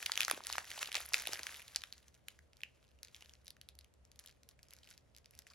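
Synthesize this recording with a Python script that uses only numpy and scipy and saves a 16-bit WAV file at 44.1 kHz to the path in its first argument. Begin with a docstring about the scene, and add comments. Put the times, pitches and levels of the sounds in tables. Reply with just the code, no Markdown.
"""A small quiet room, a two-port microphone close to a stiff paper wrapper on the stick of an ice pop.
A low appliance rumble and faint air noise lie underneath throughout. From the start the paper is bunched:
creases buckle with hard snaps over tiny crackle, and fingers thump the hollow folds. By 2 s this thins to
sparse ticks. Lips smack at 2.6 s and squeak wetly from 3.2 s. After 4.2 s the hands sink towards the
table top, which adds a close echo to the last ticks."""
import sys
import numpy as np
from scipy import signal
from scipy.fft import rfft, irfft, next_fast_len
from scipy.io import wavfile
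from scipy.ndimage import map_coordinates

SR = 44100
rng = np.random.default_rng(int(sys.argv[2]) if len(sys.argv) > 2 else 0)


def dump(signal):
    """Clip the signal to [-1, 1] and save it as 16-bit WAV at the path in sys.argv[1]."""
    limited = np.clip(np.atleast_2d(signal).T, -1, 1)
    pcm = np.round(limited * 32767).astype(np.int16)
    wavfile.write(sys.argv[1], SR, pcm)


N = 244314


def amp(db):
    return 10 ** (np.asarray(db) / 20)


def unit(x):
    return x / np.sqrt(np.mean(x ** 2, axis=-1, keepdims=True) + 1e-20)


def along(points, hz):
    """Interpolate (Hz, value) points on a log frequency axis."""
    f, v = np.transpose(points)
    return np.interp(np.log(hz + 1), np.log(f + 1), v)


def wobble(rate):
    """A smooth random curve, rate knots a second."""
    return map_coordinates(rng.standard_normal(int(N * rate / SR) + 4), [np.arange(N) * rate / SR])


def filtered(x, response):
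    """Pass x through a complex frequency response."""
    m = next_fast_len(N + SR // 2)
    return irfft(rfft(x, m) * response(np.fft.rfftfreq(m, 1 / SR)), m)[..., :N]


def peak(f, hz, width):
    """A causal resonance of gain 1."""
    return 1j * f * width / (hz * hz - f * f + 1j * f * width)


def bursts(s, db, hz, fizz_db, life, q, broad_db, deep_db, apart, size=1024):
    """Noise bursts on a time scale of life seconds ring a panel or cavity; apart makes the ports differ."""
    t, f = np.arange(size) / SR, np.fft.rfftfreq(size, 1 / SR)
    age = 1.16 * t / life[:, None]
    shared, left, right = rng.standard_normal((len(s), 3, size)).transpose(1, 0, 2)
    # a fold flips over in one jerk near the height of the burst
    jerk = 13 * np.sign(shared[:, :1]) * (np.arange(size) == np.round(2.7 * life * SR)[:, None])
    burst = rfft((shared + jerk + apart * np.array([left, right])) * age ** 4 * np.exp(-age))
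    band = lambda shape, band_db: amp(band_db)[..., None] * unit(irfft(burst * shape))
    ring = band(peak(f, hz[:, None], hz[:, None] / q) ** 2, 0)
    core = ring + band(peak(f, 4200, 11000) ** 3, broad_db)
    # large low panels also push the air trapped in the wrapper
    deep = band(peak(f, 850, 760) ** 2, deep_db - 12 * np.log2(hz / 1500))
    fizz = band(peak(f, 10900, 2000) ** 2 + 0.12 * peak(f, 18000, 1800), fizz_db)
    grains = (core + deep + fizz) * (amp(db) / np.abs(core[0]).max(axis=1))[:, None]
    at = np.round(s * SR).astype(int)[:, None] + np.arange(size)
    return np.array([np.bincount(at.ravel(), port.ravel(), N + size)[:N] for port in grains])


# The air all around the microphone. Each row: frequency in Hz, relative spectral level in dB.
AIR_SPECTRUM = [(21, -43), (35, -2.5), (76, 1.5), (346, -11.5), (580, -8), (810, -16.5), (6700, -32.5),
                (8900, -32.5), (11200, -33), (16500, -59.5)]
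# How alike that air is at the two ports. Each row: frequency in Hz, correlation from 0 to 1.
AIR_LIKENESS = [(60, 0.25), (400, 0.08), (6000, 0.11)]
# An appliance in the background. Each row: pitch of a hum in Hz, width in Hz, typical level in dB.
APPLIANCE_HUMS = [(68.5, 15, -73), (120.6, 15, -83.5)]


def room_tone():
    """Steady air noise, most alike at the ports in the bass, and two wavering appliance hums."""
    def mid_and_side(f):
        angle = np.arccos(along(AIR_LIKENESS, f)) / 2
        return amp(along(AIR_SPECTRUM, f)) * [np.cos(angle), np.sin(angle)]

    mid, side = filtered(rng.standard_normal((2, N)), mid_and_side)
    hums = sum(amp(db) * unit(filtered(rng.standard_normal(N), lambda f: peak(f, hz, width) ** 2))
               for hz, width, db in APPLIANCE_HUMS)
    return amp(-71.5) * unit(np.array([mid + side, mid - side])) + hums * amp(1.3 * wobble(6.7))


# The hand squeezing the sheet, close up. 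Each row: time in seconds, relative crackle level in dB.
HAND_PRESSURE = [(0, -57), (.1, -60), (.25, -57), (.34, -54), (.41, -62), (.52, -57), (.66, -60),
                 (.76, -59), (.82, -55), (.88, -58), (.96, -54), (1.07, -62), (1.2, -58), (1.3, -54),
                 (1.5, -58), (1.73, -65.5), (2.07, -82), (2.265, -88), (2.29, -70), (2.36, -80), (2.5, -90),
                 (2.6, -80), (2.97, -83.5), (3.12, -80), (3.23, -74), (3.4, -84), (3.95, -95), (4.28, -79),
                 (4.45, -92), (4.9, -79), (5.05, -91), (5.35, -82), (5.54, -78)]
# Paper rubbing on paper. Each row: frequency in Hz, relative spectral level in dB.
RUB_SPECTRUM = [(300, -14), (1200, -2), (3200, -8.5), (8000, -1), (11000, -8), (13800, -12.5), (15600, -10)]


def crackle(count=3200):
    """Many small creases of very uneven size give way in clumps under the hand, over a papery rub."""
    s, level_db = np.transpose(HAND_PRESSURE)
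    when, size, pitch, dullness = rng.random((count, 4)).T
    size_db = -4 * np.log(size + 0.017)
    creases = bursts(when * N / SR, size_db, 1500 * 5 ** pitch, -9 * dullness, np.full(count, .0003),
                     q=1.4, broad_db=-10, deep_db=-7.5, apart=1)
    rub = filtered(rng.standard_normal(N), lambda f: amp(along(RUB_SPECTRUM, f)))
    rub *= amp(3.7 * wobble(60))
    squeeze = amp(np.interp(np.arange(N) / SR, s, level_db))
    clumps = (squeeze + settling()) * amp(2.2 * wobble(18))
    return clumps * (amp(2) * unit(creases) + amp(0.5) * unit(rub))


# The small room behind the close sounds. Each row: frequency in Hz, seconds to die away by 60 dB.
ROOM_DECAY = [(300, 0.41), (1300, 0.2), (3500, 0.18), (9000, 0.11), (16000, 0.035)]


def wall_reverb(x, count=28, build_s=0.0048):
    """The walls' answer builds up quickly and dies soonest in the treble: diffuse, with no steady ring."""
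    hz, t, noise = signal.stft(rng.standard_normal((count, 2, SR // 4)), SR, nperseg=256)
    tails = signal.istft(noise * amp(-60 * t / along(ROOM_DECAY, hz)[:, None]), SR, nperseg=256)[1]
    tails *= 1 - np.exp(-(np.arange(tails.shape[-1]) / (build_s * SR)) ** 2)
    wet, step = np.zeros((2, N + SR)), N // count + 1
    for k, tail in enumerate(tails):
        stretch = x[None, k * step:(k + 1) * step]
        answer = signal.fftconvolve(stretch, tail / np.linalg.norm(tail[0]), axes=1)
        wet[:, k * step:][:, :answer.shape[1]] += answer
    return (wet + 0.28 * wet[::-1])[:, :N]  # the walls reach both ports partly alike


# The creases that stand out, right at the microphone. Each row: start in seconds, rough peak in dB,
# panel pitch in Hz, fizz in dB relative to the panel's ring.
CREASE_SNAPS = [(0.0262, -25, 2130, -3), (0.06, -20, 3405, 3.5), (0.0625, -17.5, 3130, -32),
                (0.1184, -13.5, 4860, -42), (0.155, -25.5, 3700, -19), (0.175, -16, 3270, -5),
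                (0.205, -13.5, 2730, -3.5), (0.2151, -18.5, 2800, -32), (0.222, -23.5, 2580, -17),
                (0.2311, -17, 3120, -7), (0.2484, -19, 4870, -26), (0.2801, -18.5, 1520, -7.5),
                (0.2975, -18, 1750, -26), (0.311, -15, 2950, 6.5), (0.3254, -33, 2300, -36),
                (0.4369, -33.5, 4180, -18), (0.448, -36, 3500, -15), (0.4688, -18, 7140, -41),
                (0.4923, -30.5, 4100, -16), (0.5265, -18.5, 5400, -29), (0.5547, -29, 2004, -16),
                (0.567, -31.5, 5260, -8), (0.581, -20, 1840, -33), (0.5885, -32.5, 3360, -17),
                (0.643, -38, 1980, -7), (0.7031, -32.5, 3540, 0), (0.7144, -27.5, 2370, -16),
                (0.7345, -38, 5700, -17), (0.776, -32.5, 2260, -14), (0.791, -29, 4180, -19),
                (0.8171, -30, 2950, -7), (0.8277, -19, 2058, -11), (0.8903, -38, 2620, -15),
                (0.917, -27, 2640, -19), (0.927, -29.5, 3330, 1), (0.9435, -22.5, 3050, -22),
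                (0.9527, -15.5, 2850, -31), (0.9568, -22, 1790, -27), (0.9646, -23, 2160, -25),
                (0.968, -23.5, 3550, -32.5), (1.0021, -35, 1410, 5), (1.051, -43.5, 6000, 11),
                (1.061, -44.5, 5560, 22), (1.0887, -39, 5970, 13.5), (1.1345, -14, 5770, -14),
                (1.142, -10, 2770, -34.5), (1.1515, -36, 2260, -20), (1.1712, -28.5, 2100, -20),
                (1.1645, -27.5, 6330, -9), (1.1805, -26.5, 6100, -12), (1.1894, -27, 6260, -17),
                (1.198, -24, 5600, -14), (1.221, -33, 2820, 8), (1.2538, -31, 2530, -29),
                (1.2642, -34, 3030, -19), (1.2712, -22.5, 3220, 3), (1.2818, -29.5, 4520, -17),
                (1.3226, -31.5, 2480, -16), (1.3327, -18.5, 5870, -32), (1.3408, -29, 4000, -26),
                (1.392, -26, 2010, -19), (1.432, -25.5, 5320, -12), (1.467, -22, 2160, -22),
                (1.543, -35, 3030, -12), (1.6244, -47.5, 5240, 12), (1.6801, -34.5, 4700, 0.5),
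                (1.747, -36, 4120, -15), (1.76, -13.5, 5470, -25), (1.8068, -43, 3930, -18),
                (1.818, -33.5, 3400, -16), (1.8362, -27.5, 2605, -30), (1.925, -31.5, 4314, -21),
                (1.98, -42.5, 5630, -22), (2.0276, -52, 3770, 0.5), (2.0815, -43, 5550, -14.5),
                (2.1426, -46.5, 5770, -12), (2.1495, -50.5, 5800, -14), (2.2831, -29, 2853, 0.5),
                (2.389, -43.5, 1750, -27.5), (2.532, -45.5, 3090, -30), (2.569, -43.5, 5300, -11),
                (2.605, -44.5, 2500, -12), (2.6161, -46, 3390, -29.5), (2.9878, -53.5, 2540, -15.5),
                (3.0306, -31.5, 4320, 1), (3.0478, -37, 5700, -32), (3.072, -47, 4200, -17),
                (3.0827, -46, 3460, -15), (3.1454, -36.5, 3510, -22), (3.1635, -39.5, 5600, -32),
                (3.207, -43.5, 2800, -5), (3.2581, -45, 3450, -15), (3.294, -42, 3540, -35),
                (3.336, -42, 5140, -18), (3.352, -52, 3530, -12), (3.4453, -59, 2500, 12.5),
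                (3.4574, -45.5, 5600, -8), (3.4677, -41, 4540, -25), (3.4798, -33, 4190, 2.5),
                (3.5044, -35.5, 4430, 2), (3.566, -50.5, 2060, -12), (3.6133, -37, 3990, 2),
                (3.6875, -35.5, 4200, 2.5), (3.752, -51, 5000, 6.5), (3.7887, -40.5, 4420, 6),
                (3.8098, -44.5, 4120, -10.5), (3.8445, -49.5, 3460, 1), (3.9386, -53, 6060, -5.5),
                (4.051, -47, 5520, -33.5), (4.1159, -42, 4900, -0.5), (4.1583, -51, 3880, 4),
                (4.191, -33, 5930, -23), (4.195, -41.5, 4200, 10), (4.239, -46.5, 5200, -24),
                (4.2602, -42, 3900, 8), (4.2737, -38.5, 4200, -16), (4.2838, -45, 4500, -12),
                (4.293, -47, 2180, -4), (4.2994, -49, 4200, -15), (4.311, -49, 5290, -13),
                (4.3245, -53, 4720, -13.5), (4.4325, -44, 5400, -13.5), (4.489, -41, 4690, 7),
                (4.5107, -50, 4420, -7.5), (4.5906, -46.5, 2040, -23.5), (4.63, -39.5, 5170, -1.5),
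                (4.6847, -48.5, 5900, -23), (4.7069, -42, 4560, 2), (4.7262, -46, 2040, -16),
                (4.735, -39, 5370, 7.5), (4.765, -44.5, 5140, 0), (4.7868, -45, 5170, -10),
                (4.8434, -49, 4470, -19), (4.8497, -51.5, 3780, -17), (4.8614, -52, 4900, -14),
                (4.8727, -48.5, 3000, -5), (4.889, -45.5, 5040, -12), (4.8934, -49, 4800, -13),
                (4.899, -49.5, 5140, -14), (4.9036, -46, 4700, 9.5), (4.9107, -39, 5270, -17),
                (4.9197, -51, 4920, 0), (4.926, -49, 2460, 2), (4.938, -47, 4880, -31),
                (4.9771, -40.5, 5020, -3), (5.148, -47, 4200, -9), (5.164, -40.5, 4480, 3.5),
                (5.1744, -45, 4840, -12), (5.1833, -42.5, 5550, -10), (5.244, -54, 3520, -12.5),
                (5.2579, -41, 4970, -28), (5.3088, -48, 5700, 10), (5.3355, -52.5, 2700, -9),
                (5.351, -46, 5700, 6), (5.3764, -48, 6270, -12), (5.3894, -32, 5650, 3.5),
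                (5.42, -48, 5300, -10), (5.467, -42, 2030, -39), (5.4732, -43, 6300, -16),
                (5.5344, -49, 4500, -14)]


def snaps(rows=CREASE_SNAPS):
    """A crease buckles: slipping fibres ring its panel and fizz. Low panels take longer to flip."""
    s, db, hz, fizz_db = np.transpose(rows)
    life = 0.00038 * (3000 / hz) ** 0.57
    return bursts(s, db, hz, fizz_db, life, q=1.24, broad_db=-4, deep_db=-15, apart=1)


def settling(share_db=-37, t60_s=0.1):
    """The strength of the crackle that follows each snap as the sheet settles."""
    s, db = np.transpose(CREASE_SNAPS)[:2]
    kicks = np.bincount(np.round(s * SR).astype(int), amp(db + share_db), N)
    return filtered(kicks, lambda f: SR / (np.log(1000) / t60_s + 2j * np.pi * f))


# Fingers on the wrapper, close up. Each row: start in seconds, peak in dB, pitch in Hz.
FINGER_THUMPS = [(0.0959, -29, 1100), (0.312, -21.5, 890), (0.331, -44.5, 306), (0.375, -40.5, 520),
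                 (0.4047, -38.5, 930), (0.499, -32, 1020), (0.553, -33, 1114), (0.581, -25, 1090),
                 (0.777, -41.5, 674), (0.887, -42.5, 680), (0.95, -35, 1060), (0.974, -43, 556),
                 (1.102, -48, 1410), (1.121, -43.5, 1090), (1.142, -26, 1622), (1.273, -38.5, 639),
                 (1.29, -43.5, 496), (1.335, -41, 730), (1.396, -45.5, 472), (3.222, -55, 700)]


def thumps():
    """Fingers push the hollow folded sheet: soft dull blows of a few cycles."""
    s, db, hz = np.transpose(FINGER_THUMPS)
    return bursts(s, db, hz, fizz_db=-40, life=.3 / hz, q=0.98, broad_db=-32.5, deep_db=-39.5, apart=0.86)


# Runs of ticks, just as near. Each row: start in seconds, length in seconds, typical peak in dB.
ROLLING_FOLDS = [(0.495, 0.07, -35.5), (0.844, 0.031, -31.5), (1.528, 0.053, -46.5), (2.83, 0.091, -59),
                 (5.478, 0.037, -53)]


def fold_ticks(ticks_per_s=110, centre_hz=4200, spread_oct=0.49):
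    """A fold rolls under a finger and lets go an uneven run of ticks, returned as rows for snaps()."""
    rows = []
    for start, length, db in ROLLING_FOLDS:
        gap, size, pitch, fizz = rng.standard_normal((24, 4)).T
        s = start + (np.cumsum(np.exp(0.66 * gap)) - 1) / ticks_per_s
        ticks = np.transpose([s, db + 2.5 * size, centre_hz * 2 ** (spread_oct * pitch), -6 + 7 * fizz])
        rows.append(ticks[s < start + length])
    return np.concatenate(rows)


def lip_smack(start_s=2.6335, mouth_hz=2610, attack_s=0.0046, fade_db_per_s=55):
    """The lips pop the mouth cavity, then a faint wet hiss fades in the same resonance."""
    s, db, hz, life = np.transpose([(start_s, -26.5, mouth_hz, .0004)])
    pop = bursts(s, db, hz, fizz_db=-28, life=life, q=2.2, broad_db=-10, deep_db=-21.5, apart=0.37)
    suction = rng.standard_normal(N) * amp(2.3 * wobble(28))
    hiss = unit(filtered(suction, lambda f: peak(f, mouth_hz, 820) ** 2))
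    t = np.maximum(np.arange(N) / SR - start_s, 0)
    return pop + amp(-75.5 - fade_db_per_s * t) * (1 - np.exp(-t / attack_s)) * hiss


# Lips near the microphone. Each row: start in seconds, peak in dB, pitch in Hz, time scale in seconds.
LIP_SQUEAKS = [(3.221, -37, 2880, .0008), (4.83, -46, 3720, 0.0011), (4.907, -49.5, 1700, .002),
               (5.498, -45, 4680, .0015), (5.5, -51, 1270, 0.0042)]


def lip_squeaks():
    """Wet lips part with a short squeak: a longer burst rings a narrow resonance."""
    s, db, hz, life = np.transpose(LIP_SQUEAKS)
    return bursts(s, db, hz, fizz_db=-40, life=life, q=3.1, broad_db=-1, deep_db=-43.5, apart=0.421)


def table_echo(x, start_s=4.24, lowering_s=1.44, delay_s=0.000399):
    """The table top sends back a close echo that grows as the hands sink."""
    lowered = np.clip((np.arange(N) / SR - start_s) / lowering_s, 0, 1)
    return 0.2 * lowered * filtered(x, lambda f: np.exp(-2j * np.pi * f * delay_s))


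def scene():
    """Paper and lips up close; table top, walls and room tone behind them."""
    creases = np.concatenate([CREASE_SNAPS, fold_ticks()])
    close = snaps(creases) + crackle() + thumps() + lip_smack() + lip_squeaks()
    close += table_echo(close)
    return close + amp(-17) * wall_reverb(close.mean(axis=0)) + room_tone()


# The microphone's two ports. Each row: frequency in Hz, phase by which the left leads in radians.
PORT_PHASE = [(100, -.1), (1460, 0), (4390, .6), (6030, .7), (8850, 3.14), (11500, 6.28), (14300, 9.42),
              (16100, 11.1)]


def record(dry, top_hz=16700):
    """The ports shift the treble against each other, dip near 12 kHz and fade out to the band limit."""
    phase = lambda f: np.exp(.5j * np.outer([1, -1], along(PORT_PHASE, f)))
    dip = lambda f: 1 - .5 * peak(f, 11850, 3600)
    rolloff = lambda f: (f < top_hz) / (1 + (f / 16000) ** 40)
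    return filtered(dry, lambda f: phase(f) * dip(f) * rolloff(f))


dry = scene()
out = record(dry)
dump(out)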